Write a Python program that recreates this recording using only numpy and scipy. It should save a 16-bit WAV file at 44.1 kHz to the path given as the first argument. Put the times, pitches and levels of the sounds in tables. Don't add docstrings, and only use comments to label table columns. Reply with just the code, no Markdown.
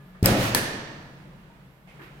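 import sys
import numpy as np
from scipy import signal
from scipy.fft import rfft, irfft
from scipy.io import wavfile
from scipy.ndimage import uniform_filter1d

SR = 44100
rng = np.random.default_rng(int(sys.argv[2]) if len(sys.argv) > 2 else 0)


def waveform_to_disk(signal):
    frames = np.transpose(np.atleast_2d(signal))
    scaled = np.clip(frames, -1, 1) * 32767
    samples = np.round(scaled).astype(np.int16)
    wavfile.write(sys.argv[1], SR, samples)


N = 97020
CLANG_RISE_S = 0.004


def amp(db):
    return 10 ** (np.asarray(db) / 20)


def unit(x):
    return x / np.sqrt(np.mean(x ** 2) + 1e-20)


def clock():
    return np.arange(N) / SR


def bins():
    return np.fft.rfftfreq(N, 1 / SR)


def read(points, hz):
    f, value = np.transpose(points)
    return np.interp(np.log(hz + 1), np.log(f + 1), value)


def at(s, sound):
    silence = np.zeros(sound.shape[:-1] + (round(s * SR),))
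    return np.concatenate([silence, sound], -1)[..., :N]


def resonance(hz, width):
    return 1 / (1 + (2 * (bins() - hz) / width) ** 2)


def ring(modes, scatter=0):
    t = clock()
    return sum(amp(db - 60 * t / t60) * np.cos(2 * np.pi * (hz * t + scatter * rng.random()))
               for hz, db, t60 in modes)


def diffuse(gain):
    # (frequency [Hz], correlation [-])
    correlation = [(50, 0.84), (130, 0.98), (280, 0.9), (550, .72), (1100, -0.0087), (2200, -0.11),
                   (5000, -0.029), (13000, .15)]
    # (frequency [Hz], level difference [dB])
    balance = [(100, 1), (350, 0.5), (1200, -1.5), (2000, -5), (4000, -4.5), (8000, -2), (14000, -1.5)]
    common, separate = rfft(rng.standard_normal((2, N)))
    same = np.clip(read(correlation, bins()), -1, 1)
    lean = amp(read(balance, bins()) / 2)
    left = common * lean
    right = (same * common + np.sqrt(1 - same ** 2) * separate) / lean
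    return unit(irfft(np.array([left, right]) * gain, N))


def room(gain, rise_s, bands=12, early_db=2, early_s=0.028, early_spread_s=0.017):
    # (frequency [Hz], t60 [s])
    decay = [(40, 1.65), (120, 1.76), (250, 1.28), (500, 1.29), (1000, 1.45), (2000, 1.2247), (4000, 1.15),
             (6000, 1), (8000, 0.19), (12000, 1.07), (16000, 0.3)]
    t, centres = clock(), np.geomspace(40, 16000, bands)
    spectrum = rfft(diffuse(gain))
    tail = 0
    for hz, weights in zip(centres, np.eye(bands)):
        band = irfft(spectrum * read(np.c_[centres, weights], bins()), N)
        tail += band * amp(-60 * t / read(decay, hz))
    early = amp(early_db * np.exp(-((t - early_s) / early_spread_s) ** 2))
    return tail * (1 - np.exp(-t / rise_s)) * early


def ventilation():
    # (frequency [Hz], relative density [dB])
    air_spectrum = [(20, -12), (45, 4), (85, -8), (150, -0.5), (270, -8), (600, -10), (1500, -14),
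                    (3000, -21), (6000, -33.5), (10000, -36), (16000, -37)]
    # (time [s], level [dB])
    air_level = [(0, -54.5), (.22, -52.5), (1, -50.5), (1.6, -53.5), (1.741, -55.5), (1.85, -57),
                 (1.95, -51), (2.2, -49.5)]
    # (frequency [Hz], width [Hz], level [dB])
    duct = [(141.6, 16, -53), (184.5, 30, -56)]
    # (time [s], gain [dB])
    drift = [(0, 1.5), (1.1, 1), (1.65, 1), (1.76, -3.5), (2.2, -3.5)]
    air = diffuse(amp(read(air_spectrum, bins()))) * amp(np.interp(clock(), *np.transpose(air_level)))
    drone = sum(amp(db) * diffuse(resonance(hz, width)) for hz, width, db in duct)
    return air + drone * amp(np.interp(clock(), *np.transpose(drift)))


def sleeve():
    # (time [s], half length [s], level [dB])
    rustles = [(0.067, 0.086, -70.5), (1.413, 0.031, -75.5), (1.765, 0.16, -73.5), (2.04, 0.043, -66)]
    # (frequency [Hz], relative density [dB])
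    spectrum = [(1000, -28), (7000, -15.5), (10500, -11), (12800, 0.5), (14000, -12), (16000, -15.5)]
    swells = sum(amp(db) * np.exp(-((clock() - s) / half) ** 2) for s, half, db in rustles)
    return diffuse(amp(read(spectrum, bins()))) * swells


def hinge():
    # (frequency [Hz], level [dB], t60 [s])
    modes = [(415, -63, 1.2), (1210, -65.5, 1.3), (1710, -62.5, 1.3)]
    return ring(modes, scatter=0.8)


def steps(tap_db=0.5, tap_decay_s=0.0052):
    # (time [s], level [dB], centre [Hz], width [octaves], rise [s], fade [s], hiss [dB])
    contacts = [(.148, -54.5, 1300, .5, 0.0022, 0.049, -21.5),
                (1.255, -48.5, 260.2, .5, 0.0034, 0.059, -22), (1.501, -58, 935, 0.042, 0.014, .12, -42),
                (1.874, -57.5, 764, 0.41, .001, 0.066, -12.5), (1.874, -54, 2310, 0.29, 0.008, 0.4, -10),
                (1.994, -50.5, 348, 0.26, 0.0011, 0.14, -24.5), (1.994, -49, 1400, 0.55, .001, 0.14, -24.5),
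                (2.017, -50.5, 1870, 0.62, 0.0034, 0.21, -13)]
    t, f, sound = clock(), bins(), 0
    for s, db, hz, octaves, rise_s, fade_s, hiss_db in contacts:
        peak = np.exp(-0.5 * (np.log2((f + 1) / hz) / octaves) ** 2)
        colour = peak + amp(hiss_db) * f * hz / (f ** 2 + hz ** 2)
        tap = amp(tap_db) * diffuse(colour) * np.exp(-t / tap_decay_s)
        tail = room(colour, rise_s) * np.exp(-t / fade_s)
        sound += at(s, amp(db) * (tap + tail))
    return sound


def bolt(middle_s=0.422, half_s=0.053, level_db=-32, room_db=3.5, roughness=0.4):
    grain = np.exp(roughness * unit(uniform_filter1d(rng.standard_normal(N), 60)))
    stroke = np.exp(-((clock() - middle_s) / half_s) ** 2)
    # (frequency [Hz], relative density [dB])
    scrape = [(100, -15), (500, 5), (2000, 7), (4500, 1), (8000, -6), (13000, -6), (16000, -5)]
    rub = amp(level_db) * unit(diffuse(amp(read(scrape, bins()))) * grain) * stroke
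    response = room(1, CLANG_RISE_S)
    response /= np.linalg.norm(response[0])
    return rub + amp(room_db) * signal.fftconvolve(rub[:1], response, axes=1)[:, :N]


def latch(contact_s=0.0012, attack_s=0.0004, crack_db=1.5, steel_db=8.5, sing_db=-1.5,
          port_lag_s=0.0002, right_db=-3):
    # (time [s], direct gain [dB], room gain [dB], crack decay [s], keeper [dB], stop [dB])
    blows = [(0.2284, -28, -43.5, 0.0031, -11, -11), (0.2585, -13.5, -24, 0.00044, 4, -20),
             (.5479, -11.5, -25, 0.0015, -25.5, -2.5)]
    # (frequency [Hz], relative density [dB])
    crack_spectrum = [(60, -24.5), (300, 4), (900, 0.5), (2500, -4.5), (5000, -3), (10000, -8), (16000, -8)]
    clang_spectrum = [(50, -20.5), (130, -8.5), (220, 4), (420, 2.5), (1000, -4.5), (1800, -2.5),
                      (2800, -6), (5000, -8), (7000, -11.5), (10000, -7.5), (12500, -10), (16000, -14.5)]
    # (frequency [Hz], relative level [dB], t60 [s])
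    keeper = [(3040, -18.5, 0.017), (5130, 2, 0.0068), (8240, 0.5, 0.0071), (9400, -8, 0.0087),
              (12050, 2.5, .009), (14800, -1, .009)]
    stop = [(880, -6, 0.019), (1750, -8.5, 0.042), (4490, -2.5, 0.011), (6150, -4.5, .014),
            (7890, -4, 0.017), (9500, -7, 0.011), (11100, -5.5, .014), (12500, -6, .016), (13700, -7, .014),
            (14800, -5, .014)]
    # (frequency [Hz], width [Hz], relative level [dB])
    stop_peaks = [(203.9, 50, -9), (917, 54, -14.5), (1690, 150, -9), (1807, 150, -6), (4400, 440, -12),
                  (6067, 250, -14), (8550, 200, -18), (9600, 350, -10), (11037, 60, -17), (12480, 500, -9),
                  (14962, 70, -21.5)]
    stop_colour = sum(amp(db) * unit(resonance(hz, width)) for hz, width, db in stop_peaks)
    t, sound = clock(), 0
    attack = np.minimum(t / attack_s, 1)
    for s, direct_db, room_db, decay_s, keeper_db, stop_db in blows:
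        fade = np.exp(-np.maximum(t - contact_s, 0) / decay_s)
        crack = diffuse(amp(read(crack_spectrum, bins()))) * fade
        steel = np.array([amp(keeper_db) * ring(keeper, 1) + amp(stop_db) * ring(stop, 0.92)
                          for port in range(2)])
        left, right = amp(direct_db) * (amp(crack_db) * crack + amp(steel_db) * steel) * attack
        direct = np.array([left, amp(right_db) * at(port_lag_s, right)])
        singing = amp(stop_db + sing_db) * room(stop_colour, CLANG_RISE_S)
        clang = room(amp(read(clang_spectrum, bins())), CLANG_RISE_S)
        sound += at(s, direct + amp(room_db) * (clang + singing))
    return sound


def door(touch_s=0.2268, room_delay_s=0.008, hum_rise_s=0.023, boom_rise_s=0.014, boom_db=-18.5):
    # (time [s], impulse level [dB], contact duration [s])
    knocks = [(0.2267, -9, 0.0029), (0.2373, -17.5, 0.0055), (0.315, -14.5, 0.0062), (0.394, -20, 0.013)]
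    # (frequency [Hz], level [dB], t60 [s])
    panel = [(40, -15, 0.22), (72, -16, 0.24), (98.8, -2, 0.099), (170, -5.5, 0.089), (246, -2, 0.022),
             (370, 1, .03)]
    stall = [(117, -19.5, 1.1), (197, -28, 1.1), (211, -25, 1.2), (269, -33, 1.2), (310, -34, 1.4),
             (339, -35, 1.5), (377, -34, 1.3), (492, -33, 1), (526, -26, .9), (587, -27, 1.1),
             (705, -30, 1), (727, -34, 1), (818, -32, 1.1), (1315, -36, 1)]
    # (frequency [Hz], relative density [dB])
    boom_spectrum = [(25, -8.5), (60, -7.5), (120, -0.5), (200, -2), (350, -1), (440, -10.5), (550, -1.5),
                     (750, -9), (950, -11.5), (1400, -12.5), (2500, -15.5), (4500, -23.5), (9000, -28.5),
                     (16000, -22.5)]
    t, force = clock(), 0
    for s, db, length in knocks:
        pulse = np.sin(np.pi * np.minimum(t / length, 1)) ** 2 * 2 / (length * SR)
        force += at(s, amp(db) * pulse)
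    thump = -signal.fftconvolve(ring(panel), force)[:N]
    hum = ring(stall, scatter=1) * (1 - np.exp(-t / hum_rise_s))
    boom = amp(boom_db) * room(amp(read(boom_spectrum, bins())), boom_rise_s)
    return thump + at(touch_s + room_delay_s, hum + boom)


def scene():
    return hinge() + door() + latch() + bolt() + ventilation() + sleeve() + steps()


def record(dry, ceiling=0.77, cutoff_hz=16000):
    lowpass = signal.firwin(511, cutoff_hz, window=("kaiser", 9), fs=SR)
    return signal.oaconvolve(ceiling * np.tanh(dry / ceiling), lowpass[None], "same", axes=1)


dry = scene()
out = record(dry)
waveform_to_disk(out)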